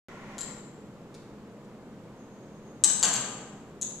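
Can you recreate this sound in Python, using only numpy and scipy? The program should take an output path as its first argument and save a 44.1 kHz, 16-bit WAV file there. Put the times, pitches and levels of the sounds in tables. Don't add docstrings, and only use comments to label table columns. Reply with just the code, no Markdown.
import sys
import numpy as np
from scipy import signal
from scipy.fft import rfft, irfft
from scipy.io import wavfile
from scipy.ndimage import uniform_filter1d

SR = 44100
rng = np.random.default_rng(int(sys.argv[2]) if len(sys.argv) > 2 else 0)


def generate_wav(sig):
    pcm = np.round(np.clip(np.atleast_2d(sig).T, -1, 1) * 32767).astype(np.int16)
    wavfile.write(sys.argv[1], SR, pcm)


N = 176400
BLOW_SIZE = 8192

def undb(db):
    return 10 ** (np.asarray(db) / 20)

def freqs(size=N):
    return np.maximum(np.arange(size // 2 + 1) * SR / size, 1)

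def curve(points, hz):
    f, values = np.array(points, float).T
    return np.interp(np.log(hz), np.log(np.sort(f)), values)

def resonator(db):
    cepstrum = irfft(np.log(undb(db)))
    cepstrum[1:BLOW_SIZE // 2] *= 2
    cepstrum[BLOW_SIZE // 2 + 1:] = 0
    return irfft(np.exp(rfft(cepstrum)))

def convolve(drive, response):
    return signal.fftconvolve(np.atleast_2d(drive), np.atleast_2d(response), axes=-1)

def add(out, start_s, sound):
    i = int(start_s * SR)
    out[:, i:i + sound.shape[-1]] += sound[..., :N - i]

def walk(rate_hz):
    k = int(SR / rate_hz)
    steps = np.repeat(rng.standard_normal(N // k + 1), k)
    drift = uniform_filter1d(uniform_filter1d(steps, k), k)[:N]
    return drift / drift.std()

def diffuse(db):
    # frequency in Hz, side over mid in dB.
    side_level = [(30, -3), (70, -5), (130, -17.5), (300, -22), (600, -16.5), (1200, -10), (2500, -2),
                  (8000, 1.5)]
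    mid, side = rfft(rng.standard_normal((2, N)))
    width = undb(curve(side_level, freqs()))
    spectra = np.array([mid + width * side, mid - width * side])
    field = irfft(spectra * undb(db) / np.hypot(1, width), N)
    return field / field.std()

def ventilation():
    # frequency in Hz, relative level in dB.
    air_spectrum = [(25, -13.5), (48, -21), (76, -14), (96, -17.5), (122, -4.5), (208, -4.5), (340, -9),
                    (472, -8.5), (722, -17.5), (1050, -19.5), (1680, -27), (3000, -33.5), (5500, -40),
                    (7300, -37.5), (9500, -48.5), (14000, -49)]
    # frequency in Hz, rms level in dB.
    fan_tones = [(75.4, -69.5), (208.5, -55), (339, -65.5)]
    air = diffuse(curve(air_spectrum, freqs())) * undb(-47.5 + 0.13 * walk(12))
    hum, wander_hz = 0, 2.02
    for hz, db in fan_tones:
        amplitude = np.sqrt(2) * undb(db + 1.2 * walk(4.55))
        hum += amplitude * np.sin(2 * np.pi * np.cumsum(hz + wander_hz * walk(12)) / SR)
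    return air + hum

def rolling():
    # frequency in Hz, relative level in dB.
    spectrum = [(70, -7), (110, -3), (220, 0.5), (340, -1), (650, -6.5), (1100, -2), (1270, -12),
                (1390, -0.5), (1600, -12.5), (1950, -3), (2600, -13.5), (5000, -25.5), (6700, -21),
                (9000, -35.5), (12000, -41)]
    t = np.arange(N) / SR
    lift_s, decay_s = .5, .14
    fade = np.exp(-np.maximum(t - lift_s, 0) / decay_s)
    return diffuse(curve(spectrum, freqs())) * undb(-47.5 + 0.6 * walk(32.3)) * fade

def ring(modes):
    t = np.arange(SR) / SR
    return sum(undb(db) * np.sin(2 * np.pi * (hz * t + rng.random())) * np.exp(-np.log(1000) * t / t60)
               for hz, db, t60 in modes)

def contact():
    t = np.arange(BLOW_SIZE) / SR
    spread_s, spread_hz = .0025, 5900
    group_delay = spread_s * np.exp(-freqs(BLOW_SIZE) / spread_hz)
    blow = irfft(np.exp(-2j * np.pi * np.cumsum(group_delay) * SR / BLOW_SIZE))
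    contact_s, chatter_s = .0023, .014
    fade = np.exp(-t / contact_s) + 0.54 * np.exp(-t / chatter_s)
    return blow + undb(-22.5) * rng.standard_normal(len(t)) * fade

def shudder():
    t = np.arange(SR // 5) / SR
    rise_s, decay_s = .0029, .02
    burst = rng.standard_normal(len(t)) * (1 - np.exp(-t / rise_s)) * np.exp(-t / decay_s)
    return burst / np.linalg.norm(burst)

def clanks():
    # start in seconds, gain in dB, centre of the steel's peak in Hz,
    # then gains in dB of that peak, its overtone, the knock, and platform and bar together.
    impacts = [(0.381, -26, 7280, 10, 16.5, 6, -20), (0.4076, -27, 7410, 15, 18, 8, -6),
               (2.8378, -3, 7930, 9.5, -10, 1, -7), (2.893, -13.5, 6550, 2.5, -2, -2, 1),
               (3.0276, -7.5, 7530, 10, 4, 6, 6.5), (3.0460, -12.5, 6600, 6.5, 14, 0, 7),
               (3.083, -18, 7400, 4, 5, 3, 10.5), (3.1318, -15, 7700, 8, 7, 2, 6.5),
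               (3.157, -16, 7370, 8, -2, 2.5, 3.5), (3.8128, -24, 6610, 7, 18, -1, -27),
               (3.8225, -19, 6770, 10, 2, -1, -9.5)]
    # frequency in Hz, relative gain in dB.
    steel_spectrum = [(2000, -47.5), (5500, -23), (6200, -2.5), (6750, -2), (7300, 1.5), (8050, 0),
                      (8650, -15), (9650, -25.5), (10300, -17), (11500, -22), (12600, -38), (13400, -30),
                      (14050, -25), (14500, -43.5)]
    knock_spectrum = [(200, -26.5), (1000, -8.5), (2400, -12), (3000, -5.5), (3550, -1.5), (4000, 1.5),
                      (4600, 0), (5500, -5.5), (7000, -13), (12000, -31)]
    thud_spectrum = [(40, -28), (95, -12), (165, 5), (240, 1), (350, -5), (550, 1), (850, 2), (1250, -1),
                     (1650, 0.5), (2200, -6), (2950, 2), (3600, -10), (5000, -12), (8000, -30)]
    # frequency in Hz, relative level in dB, time to fall 60 dB in seconds.
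    sleeve_modes = [(6202, -1, .45), (6060, -1, 0.33), (6420, -2, 0.34), (6750, -3, .6), (7350, -4, .55),
                    (7514, 2, .55), (8100, -5, .5), (8030, 9, .35), (10260, -15, .55), (13990, -23, .8)]
    bar_modes = [(770, -3, 1.1), (1214, -1, .9), (1593, -6, 1.0), (1852, -2, .65), (2140, -3, .7),
                 (2540, -2.5, .9), (3020, 1, .8), (3150, -3, .8), (3720, -10, .7)]
    peak_width_hz, overtone_ratio, overtone_width_hz = 420, 1.53, 520
    blows, f = [], freqs(BLOW_SIZE)
    knock = resonator(curve(knock_spectrum, f) + 3)
    thud = resonator(curve(thud_spectrum, f) + 3)
    for start_s, db, hz, peak_db, overtone_db, knock_db, thud_db in impacts:
        peak = peak_db * np.exp(-((f - hz) / peak_width_hz) ** 2)
        overtone = overtone_db * np.exp(-((f - overtone_ratio * hz) / overtone_width_hz) ** 2)
        steel = resonator(curve(steel_spectrum, f) + 16.5 + peak + overtone)
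        sound = np.atleast_2d(undb(-41) * ring(sleeve_modes) + undb(thud_db - 56) * ring(bar_modes))
        add(sound, 0, convolve(contact(), steel + undb(knock_db) * knock))
        add(sound, 0, undb(thud_db) * convolve(shudder(), thud))
        blows.append((start_s, undb(db) * sound))
    return blows

def grip_ticks():
    # start in seconds, gain in dB.
    ticks = [(1.1422, -26.5), (1.6442, -43)]
    # frequency in Hz, relative gain in dB.
    spectrum = [(300, -23), (2000, -6), (3700, -1), (5500, -3), (8000, 0), (14000, -20)]
    response = resonator(curve(spectrum, freqs(BLOW_SIZE)))
    return [(start_s, undb(db) * convolve(contact(), response)) for start_s, db in ticks]

def gym(blows):
    # delay in seconds, left gain in dB, right gain in dB.
    echoes = [(.0058, 2, 0), (0.0117, -6, -9), (0.021, -13, -7.5)]
    # frequency in Hz, time to fall 60 dB in seconds.
    room_t60 = [(120, 1.4), (500, 1.5), (1500, 1.25), (4000, 0.82), (7500, .75), (12000, 0.53)]
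    # frequency in Hz, gain in dB.
    room_level = [(150, 14), (1000, 7.95), (4000, 7.1), (7500, 4.4), (12000, 2.5)]
    out, t, f = np.zeros((2, N)), np.arange(SR) / SR, freqs()
    noise = rfft(diffuse(0 * f)) * undb(curve(room_level, f))
    centres_hz, build_s = np.geomspace(100, 14000, 9), .008
    bands = [irfft(noise * np.interp(np.log(f), np.log(centres_hz), share), N)
             for share in np.eye(len(centres_hz))]
    rates = np.log(1000) / curve(room_t60, centres_hz)[:, None]
    fades = np.exp(-rates * t) * np.sqrt(2 * rates / SR) * (1 - np.exp(-t / build_s))
    for start_s, sound in blows:
        i = rng.integers(N - SR)
        paths = sum(band[:, i:i + SR] * fade for band, fade in zip(bands, fades))
        paths[:, 0] += 1
        for delay_s, left_db, right_db in echoes:
            add(paths, delay_s, undb([[left_db], [right_db]]))
        add(out, start_s, convolve(sound, paths))
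    return out

def whine():
    t = np.arange(N) / SR
    start_s, end_s, centre_hz, half_width_hz = 2.16, 3.5, 6540, 200
    gate = uniform_filter1d(1. * ((t > start_s) & (t < end_s)), SR // 20)
    band_db = -20 * np.log10(1 + ((freqs() - centre_hz) / half_width_hz) ** 2)
    return undb(-71 + 2.5 * walk(22)) * gate * diffuse(band_db)

def shade_right(x):
    # frequency in Hz, gain in dB.
    shade = [(6500, 0), (7300, -11.5), (8000, -15.5), (9500, -22), (10300, -11), (11500, -16.5),
             (14000, -20.5)]
    return np.array([x[0], irfft(rfft(x[1]) * undb(curve(shade, freqs())), N)])

def delay_left(x, lag_s=.00006):
    return np.array([irfft(rfft(x[0]) * np.exp(-2j * np.pi * freqs() * lag_s), N), x[1]])

def scene():
    barbell = shade_right(gym(clanks() + grip_ticks()))
    return barbell + delay_left(rolling() + ventilation()) + whine()

def record(dry):
    start_s, cutoff_hz = .085, 14350
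    live = np.arange(N) / SR > start_s
    lowpass = signal.ellip(12, .2, 80, cutoff_hz, fs=SR, output="sos")
    return signal.sosfilt(lowpass, np.clip(dry * live, -1, 1))

dry = scene()
out = record(dry)
generate_wav(out)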